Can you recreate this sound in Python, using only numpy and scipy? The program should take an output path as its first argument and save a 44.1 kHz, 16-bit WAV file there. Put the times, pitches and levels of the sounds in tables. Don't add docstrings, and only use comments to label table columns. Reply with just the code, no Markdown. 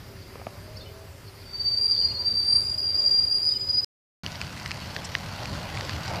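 import sys
import numpy as np
from scipy import signal
from scipy.fft import rfft, irfft, next_fast_len
from scipy.io import wavfile
from scipy.ndimage import uniform_filter1d, map_coordinates

SR = 44100
rng = np.random.default_rng(int(sys.argv[2]) if len(sys.argv) > 2 else 0)


def store_wav(level_fs):
    pcm = np.round(np.clip(np.atleast_2d(level_fs), -1, 1) * 32767)
    wavfile.write(sys.argv[1], SR, pcm.T.astype(np.int16))


def linear_from_db(decibels):
    return 10 ** (np.asarray(decibels, float) / 20)


N = 273414


def unit(x):
    return x / np.sqrt(np.mean(np.abs(x) ** 2) + 1e-20)


def curves(rows):
    s, *cols = np.transpose(rows)
    return [np.interp(np.arange(N) / SR, s, c) for c in cols]


def wobble(rate_hz, count=N):
    knots = rng.standard_normal(int(count * rate_hz / SR) + 4)
    return map_coordinates(knots, [np.arange(count) * rate_hz / SR])


def filtered(x, response):
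    m = next_fast_len(N + 8192)
    return irfft(rfft(x, m) * response(np.fft.rfftfreq(m, 1 / SR)), m)[:N]


def rush(spectrum, patchy_db):
    z = signal.stft(rng.standard_normal(N), nperseg=512)[2]
    field = uniform_filter1d(rng.standard_normal(z.shape), size=6, axis=0)
    field = uniform_filter1d(field, size=12, axis=1)
    x = signal.istft(z * linear_from_db(patchy_db * unit(field)), nperseg=512)[1][:N]
    f, db = np.transpose(spectrum)
    return unit(filtered(x, lambda hz: linear_from_db(np.interp(np.log(hz + 1), np.log(f), db, -120, -120))))


def ring(hz, t60_s, t):
    return np.sin(2 * np.pi * hz * t) * linear_from_db(-60 * t / t60_s) * (1 - np.exp(-t * hz * 2))


# (centre [Hz], width [Hz], level [dB rms])
IDLE_LINES = [
    (97.9, 33, -48),
    (390.2, 10, -59.5),
    (554, 8.6, -62.5),
    (2096, 21, -70),
]
# (frequency [Hz], density [dB per Hz])
SNOW_RUMBLE = [(12, -51), (20, -14.5), (86, 3), (102, -3.5), (125, -2.5), (261, -12), (311, -16.5),
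               (353, -13), (380, -13), (400, -19), (520, -42.5), (880, -120)]
# (frequency [Hz], density [dB per Hz])
SNOW_ROLL = [(150, -39.5), (250, -6.5), (334, -10), (381, -4), (466, -8), (651, -10), (731, -12.5),
             (991, -12.5), (1650, -17.5), (2370, -19.5), (3820, -28.5), (4750, -14.5), (8000, -43.5),
             (10400, -62), (17600, -120)]
# (time [s], level [dB])
ROLLING = [
    (0, -50),
    (.2, -52),
    (.6, -50),
    (1.25, -53),
    (2.05, -49),
    (2.95, -49.5),
    (3.5, -51),
]
# (time [s], peak level [dB])
SCRAPES = [
    (1.285, -47.5),
    (1.37, -55),
    (1.42, -50),
]
SNOW_RUMBLE_DB, RUMBLE_FOLLOWS = -47, .5
SCRAPE_RISE_DB_S, SCRAPE_FALL_DB_S = 450, 800


def snowy_yard():
    roll_db, = curves(ROLLING)
    rumble_db = SNOW_RUMBLE_DB + RUMBLE_FOLLOWS * (roll_db - roll_db.mean())
    out = linear_from_db(rumble_db - 0.5 + 2.1 * wobble(9)) * rush(SNOW_RUMBLE, patchy_db=0.5)
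    out += linear_from_db(roll_db + 0.72 + 0.52 * wobble(6)) * rush(SNOW_ROLL, patchy_db=1.3)
    for hz, width_hz, db in IDLE_LINES:
        line = lambda f: width_hz ** 2 / ((f - hz) ** 2 + width_hz ** 2 / 4)
        out += linear_from_db(db) * unit(filtered(rng.standard_normal(N), line))
    flange = [(3900, -20), (4400, -4), (4700, -6.0), (5100, -10.0), (5700, -31.5)]  # (Hz, dB per Hz)
    scrape = np.zeros(N)
    for s, db in SCRAPES:
        late = np.arange(N) / SR - s
        scrape += linear_from_db(db + np.minimum(SCRAPE_RISE_DB_S * late, -SCRAPE_FALL_DB_S * late))
    return out + scrape * linear_from_db(2.3 * wobble(59.7)) * rush(flange, patchy_db=0.5)


# (delay [s], length [s], start [Hz], middle [Hz], end [Hz])
CALL = [
    (0, .043, 3850, 4450, 4050),
    (.008, .033, 3400, 3650, 3500),
    (.048, .045, 3330, 3030, 3070),
]
# (time [s], pitch factor [1], level [dB])
CALLS_AT = [
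    (.795, 1, -50.5),
    (1.954, .975, -53),
    (3.483, 1.005, -53.5),
]
# (time [s], length [s], start [Hz], end [Hz], level [dB])
CHEEPS = [(.214, .02, 4800, 4100, -51), (.755, .02, 4000, 4450, -53), (.77, .018, 4450, 4680, -44),
          (1.41, .05, 4400, 2500, -59), (.893, .015, 3420, 3550, -58), (1.96, .014, 2900, 3300, -52),
          (2.108, .014, 2750, 2750, -53), (3.525, .03, 3950, 3500, -57), (3.575, .03, 4100, 4400, -55),
          (3.6, .022, 3320, 3220, -56), (3.675, .03, 4150, 4050, -55), (3.685, .025, 3280, 3250, -58),
          (3.77, .03, 4050, 4100, -56), (.765, .012, 5150, 5200, -53), (4.81, .03, 4350, 4350, -46),
          (5.92, .022, 4400, 4350, -40), (5.945, .017, 4100, 4300, -45)]
CALL_FADES_DB_S, CHEEP_ARCH_HZ = 15, 100


def sparrows():
    out = np.zeros(N)
    notes = []
    for s, factor, db in CALLS_AT:
        for delay, length, *bend_hz in CALL:
            notes.append((s + delay, length, *np.multiply(factor, bend_hz), db - CALL_FADES_DB_S * delay))
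    for s, length, start_hz, end_hz, db in CHEEPS:
        notes.append((s, length, start_hz, (start_hz + end_hz) / 2 + CHEEP_ARCH_HZ, end_hz, db))
    for s, length, start_hz, mid_hz, end_hz, db in notes:
        u = np.linspace(0, 1, round(length * SR))
        bend = np.polyfit([0, .5, 1], [start_hz, mid_hz, end_hz], 2)
        hz = rng.normal(1, .008) * np.polyval(bend, u)
        level = linear_from_db(db + 3 + 3.5 * wobble(130, count=len(u))) * np.abs(np.sin(np.pi * u)) ** .7
        out[round(s * SR):][:len(u)] += level * np.sin(2 * np.pi * np.cumsum(hz) / SR)
    walls = rng.standard_normal(SR // 3) * linear_from_db(-60 * np.arange(SR // 3) / SR / 0.6)
    return out + linear_from_db(-5) * signal.fftconvolve(out, walls / np.linalg.norm(walls))[:N]


# (time [s], peak level [dB], body [Hz], click [dB])
KNOCKS = [
    (0.355, -29.5, 455, -17.5),
    (0.396, -34, 522, -15),
    (0.414, -32.5, 716, -16.5),
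    (0.467, -21.5, 665, -17.5),
]


def knocks():
    out, t = np.zeros(N), np.arange(SR // 25) / SR
    for s, db, body_hz, click_db in KNOCKS:
        body = linear_from_db(6.5) * ring(body_hz, 0.014, t)
        thump = linear_from_db(3.0) * ring(222, 0.017, t)
        click = ring(1230, 0.014, t) + ring(1740, 0.0057, t) + ring(2230, 0.005, t)
        knock = body + thump + linear_from_db(click_db + 14.0) * click
        out[round((s + .001) * SR):][:len(t)] += linear_from_db(db) * knock
    return out


ONSET_SHARE, RELEASE_SHARE, EDGE_DB = 0.33, 0.28, -9.5


def strand(s, length, start_hz, end_hz, db):
    share = np.array([0, ONSET_SHARE, 1 - RELEASE_SHARE, 1])
    pitch_hz = start_hz + (end_hz - start_hz) * share
    level_db = db + EDGE_DB * np.array([1, 0, 0, 1])
    return np.transpose([s + length * share, pitch_hz, level_db])


def sing(out, rows, flutter_hz, rough, fade_s=0.02):
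    s, hz, db, *octave_db = np.transpose(rows)
    t = np.arange(s[0], s[-1] + fade_s, 1 / SR)
    gate = np.clip(np.minimum(t - s[0], t[-1] - t) / fade_s, 0, 1) ** 2
    shake = lambda rate_hz: unit(wobble(rate_hz, len(t)) + 1j * wobble(rate_hz, len(t)))
    slips = linear_from_db(-12) * shake(3.5 * flutter_hz) + linear_from_db(-28) * shake(11 * flutter_hz)
    grip = unit(np.sqrt(1 - rough) + np.sqrt(rough) * shake(flutter_hz) + slips)
    pitch_hz = np.interp(t, s, hz) * (1 + .0011 * wobble(25, len(t)))
    tone = grip * np.exp(2j * np.pi * np.cumsum(pitch_hz) / SR)
    sound = linear_from_db(np.interp(t, s, db)) * tone
    if octave_db:
        sound = sound + linear_from_db(np.interp(t, s, octave_db[0])) * tone ** 2 / np.abs(tone)
    start = round(s[0] * SR)
    return out + np.pad(np.sqrt(2) * gate * sound.real, (start, N - start - len(t)))


# (time [s], length [s], start [Hz], end [Hz], level [dB])
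GRIPS = [(1.441, 0.13, 4595, 4604, -47), (1.49, 0.17, 4620, 4624, -34), (1.57, 0.28, 4645, 4616, -26),
         (1.75, 0.24, 4710, 4808, -24), (1.77, .26, 4726, 4665, -29), (1.85, 0.2, 4620, 4560, -30.5),
         (1.96, 0.17, 4762, 4763, -23.5), (2.1, 0.167, 4740, 4694, -33), (2.2, 0.25, 4700, 4680, -23.5),
         (2.31, .35, 4627, 4692, -27.5), (2.42, .24, 4697, 4720, -22.5), (2.57, .34, 4805, 4873, -31),
         (2.61, 0.32, 4750, 4803, -30), (2.83, .18, 4750, 4724, -28.5), (2.87, .27, 4834, 4823, -26),
         (2.96, .32, 4743, 4780, -21), (3.17, 0.26, 4800, 4824, -24), (3.26, .28, 4706, 4780, -28),
         (3.41, 0.18, 4910, 4938, -24), (3.57, 0.15, 4940, 4933, -31.5), (3.657, 0.21, 4893, 4940, -23)]
# (time [s], octave over fundamental [dB])
PRESSURE = [
    (1.5, -49),
    (1.85, -28.5),
    (2.05, -45),
    (2.3, -34),
    (2.56, -20.5),
    (2.9, -31),
    (3.1, -42),
    (3.36, -27),
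    (3.62, -38.5),
]
# (time [s], length [s], start [Hz], end [Hz], level [dB])
SIDE_MODES = [(1.93, .34, 4338, 4362, -35.5), (2.4, .25, 4246, 4261, -54), (2.41, .22, 5164, 5162, -48),
              (2.6, .17, 4370, 4370, -58), (2.97, .23, 4385, 4382, -58), (3.43, .12, 5096, 5102, -50),
              (2.47, .35, 7285, 7410, -58.5), (2.87, .3, 7425, 7415, -64.5), (3.34, .39, 7450, 7368, -60),
              (2.98, .17, 7120, 7131, -62), (1.08, .38, 13303, 13245, -76), (2.38, .34, 14058, 14197, -74),
              (1.96, .2, 8700, 8700, -66), (2.82, .2, 4640, 4635, -46), (3.2, .1, 4910, 4910, -40),
              (3.72, .12, 4455, 4450, -57), (1.75, .2, 4820, 4860, -40)]
# (time [s], length [s], start [Hz], end [Hz], level [dB])
GROANS = [
    (.47, .16, 570, 600, -57),
    (.6, .3, 612, 642, -53.5),
    (.82, .32, 642, 654, -57),
    (.77, .33, 426, 436, -57),
    (2.09, .18, 985, 992, -57),
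    (2.7, .19, 630, 605, -59.5),
    (2.88, .24, 590, 645, -52.5),
]


def squeal():
    out = np.zeros(N)
    for grip in GRIPS:
        rows = strand(*grip)
        octave_db = rows[:, 2] + np.interp(rows[:, 0], *np.transpose(PRESSURE))
        out = sing(out, np.column_stack([rows, octave_db]), flutter_hz=62, rough=.36)
    for mode in SIDE_MODES:
        out = sing(out, strand(*mode), flutter_hz=60, rough=.5)
    for groan in GROANS:
        out = sing(out, strand(*groan), flutter_hz=14, rough=.2)
    loud = np.sqrt(np.abs(uniform_filter1d(out ** 2, size=SR // 5)))
    steel = [(2500, -11), (4000, 5.5), (7000, -5), (14000, -10.5)]
    return linear_from_db(0.45) * out + linear_from_db(-30.5) * loud * rush(steel, patchy_db=2.5)


# (frequency [Hz], density [dB per Hz])
WET_RUMBLE = [(12, -48), (20, -24), (97, 0.5), (203, -7), (248, -14), (307, -15), (371, -24.5),
              (400, -16.5), (520, -65), (880, -120)]
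# (frequency [Hz], density [dB per Hz])
WET_ROLL = [(180, -52), (300, -2), (373, -5.5), (585, 3.5), (938, 1), (1170, -4), (1490, -3), (1800, -8.5),
            (2340, -44), (3960, -120)]
# (frequency [Hz], density [dB per Hz])
RAIN = [(530, -28), (900, -9), (1010, 1), (1230, -4), (1500, 0.5), (1720, -5), (1970, 1), (2340, -3),
        (2750, -1), (3610, -6), (4560, -1.5), (8260, -20), (10000, -23), (13000, -24.5), (22000, -120)]
# (rumble [dB], rolling [dB], rain [dB])
WET_START_DB = (-40.5, -47, -44)
WET_FOLLOWS = (0.46, 1, 0.37)
# (time [s], rumble swell [dB])
JOINTS = [
    (5.52, 3.5),
    (5.6, 2),
    (5.96, 2),
    (6.13, 3),
]
ARRIVES_S, NEARING_DB_S, JOINT_S = 4.6, 6, 0.026


def wet_yard():
    t = np.arange(N) / SR
    nearer_db = NEARING_DB_S * np.clip(t - ARRIVES_S, 0, None)
    rumble_db, roll_db, rain_db = (db + share * nearer_db for db, share in zip(WET_START_DB, WET_FOLLOWS))
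    for s, swell_db in JOINTS:
        rumble_db = rumble_db + swell_db * np.exp(-((t - s) / JOINT_S) ** 2)
    out = linear_from_db(rumble_db + 0.33 + 1.52 * wobble(14)) * rush(WET_RUMBLE, patchy_db=0.5)
    out += linear_from_db(roll_db - 0.2 + 0.64 * wobble(9.1)) * rush(WET_ROLL, patchy_db=1.8)
    patter = linear_from_db(2.2 * wobble(400))
    return out + linear_from_db(rain_db + 0.97) * unit(patter * rush(RAIN, patchy_db=1.5))


# (time [s], shell [Hz], shell level [dB], port level [dB])
HEAVY = [(4.2639, 3010, -22, -30.5), (4.3505, 1810, -38, -54), (4.3565, 3380, -39, -35.5),
         (4.4154, 2560, -22, -23.5), (4.4691, 1720, -36.5, -37.5), (4.5992, 1510, -37, -36),
         (4.6607, 2050, -24.5, -31), (4.7093, 2000, -26, -34), (4.7161, 2560, -22.5, -23.5),
         (4.9646, 1850, -22.5, -31), (5.1521, 1940, -14, -27), (5.4337, 1310, -39, -35),
         (5.4569, 2480, -27.5, -27), (5.7695, 2520, -40, -33), (5.774, 2300, -26.5, -33.5),
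         (5.8098, 1920, -27, -30), (5.8948, 1740, -24, -28), (6.0802, 1830, -32.5, -29),
         (6.1483, 2110, -30.5, -36)]
# (time [s], port level [dB])
LIGHT = [(4.3201, -37), (4.5803, -40), (4.6319, -39.5), (4.6779, -36), (4.7715, -41), (4.8734, -40),
         (4.9469, -40), (5.1855, -39), (5.2195, -42), (5.3606, -40), (5.5457, -39), (5.6302, -39.5),
         (5.7522, -38.5), (5.7866, -38), (5.8512, -33), (6.0583, -35.5), (6.1063, -39), (6.1596, -36)]
# (time [s], half length [s], level [dB])
SPRAY = (5.052, .007, -37)
HEAVY_SPLASH_DB, LIGHT_SPLASH_DB, LIGHT_SHELL_DB = -12.5, -4, -16
PORT_HZ = 4750


def drops():
    out, t = np.zeros(N + SR), np.arange(SR // 50) / SR
    high = signal.butter(2, (5500, 8600), "bandpass", fs=SR)
    burst = lambda x, db: linear_from_db(db + 16.8) * x / np.linalg.norm(x)
    hits = [(*row, row[-1] + HEAVY_SPLASH_DB) for row in HEAVY]
    for s, db in LIGHT:
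        hits.append((s, rng.uniform(1300, 3000), db + LIGHT_SHELL_DB, db, db + LIGHT_SPLASH_DB))
    for s, shell_hz, shell_db, port_db, splash_db in hits:
        u = 1.2 * np.pi * shell_hz * t - 2.4
        push = (2 * u ** 2 - 1) * np.exp(-u ** 2)
        splash = signal.lfilter(*high, rng.standard_normal(len(t)) * linear_from_db(-60 * t / .004))
        tick = burst(push + .8 * ring(shell_hz, .005, t), shell_db)
        tick += burst(ring(PORT_HZ * rng.normal(1, .04), .0027, t), port_db)
        tick += burst(splash, splash_db)
        lag = round(rng.normal(2, .1) * SR / shell_hz)
        tick[lag:] += .45 * tick[:-lag].copy()
        out[round((s - .0004) * SR):][:len(t)] += tick
    s, half_s, db = SPRAY
    mist = [(3800, -20), (4800, 1), (7500, -4), (11000, -18)]  # (Hz, dB per Hz)
    swell = np.exp(-((np.arange(N) / SR - s) / half_s) ** 2)
    spray = linear_from_db(db) * swell * rush(mist, patchy_db=4)
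    body = lambda hz: 1 / (1 + (800 / (hz + 1)) ** 4) / (1 + (hz / 9000) ** 6)
    return filtered(out[:N], body) + spray


def scene():
    snow = np.arange(N) < 4 * SR
    yards = np.where(snow, snowy_yard() + squeal(), wet_yard())
    return (yards + drops() + knocks() + sparrows())[None]


# (low [Hz], high [Hz], squeal limit [dB])
GAPS = [
    (5250, 5700, -24),
    (5700, 5950, -28),
    (5950, 6250, -29),
    (6250, 6800, -21),
]


def gapped(x):
    hz, _, z = signal.stft(x, SR, nperseg=1024)
    squeal_bins = z[(hz > 4500) & (hz < 5000)]
    power = uniform_filter1d(np.sum(np.abs(squeal_bins) ** 2, axis=0), size=3)
    for low_hz, high_hz, limit_db in GAPS:
        squeal_db = 10 * np.log10(np.abs(power) + 1e-12)
        dropped = squeal_db + 3.5 * wobble(SR / 3, count=len(power)) > limit_db
        z[np.ix_((hz > low_hz) & (hz < high_hz), dropped)] = 0
    return signal.istft(z, SR, nperseg=1024)[1][:N]


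def low_pass(x):
    return signal.sosfilt(signal.butter(12, 16110, fs=SR, output="sos"), x)


# (frequency [Hz], density [dB per Hz])
HISS = [(200, -8), (2000, 1), (8000, -8.5), (15000, -8)]
# (start [s], end [s])
SILENCE = (3.8453, 4.2345)
TOP_HZ = 15350


def record(dry):
    t = np.arange(N) / SR
    heard = dry[0] + linear_from_db(-54.5) * rush(HISS, patchy_db=2.0)
    limited = filtered(gapped(heard), lambda hz: hz < TOP_HZ)
    mix = limited[None] * ((t < SILENCE[0]) | (t > SILENCE[1]))
    return low_pass(mix)


dry = scene()
out = record(dry)
store_wav(out)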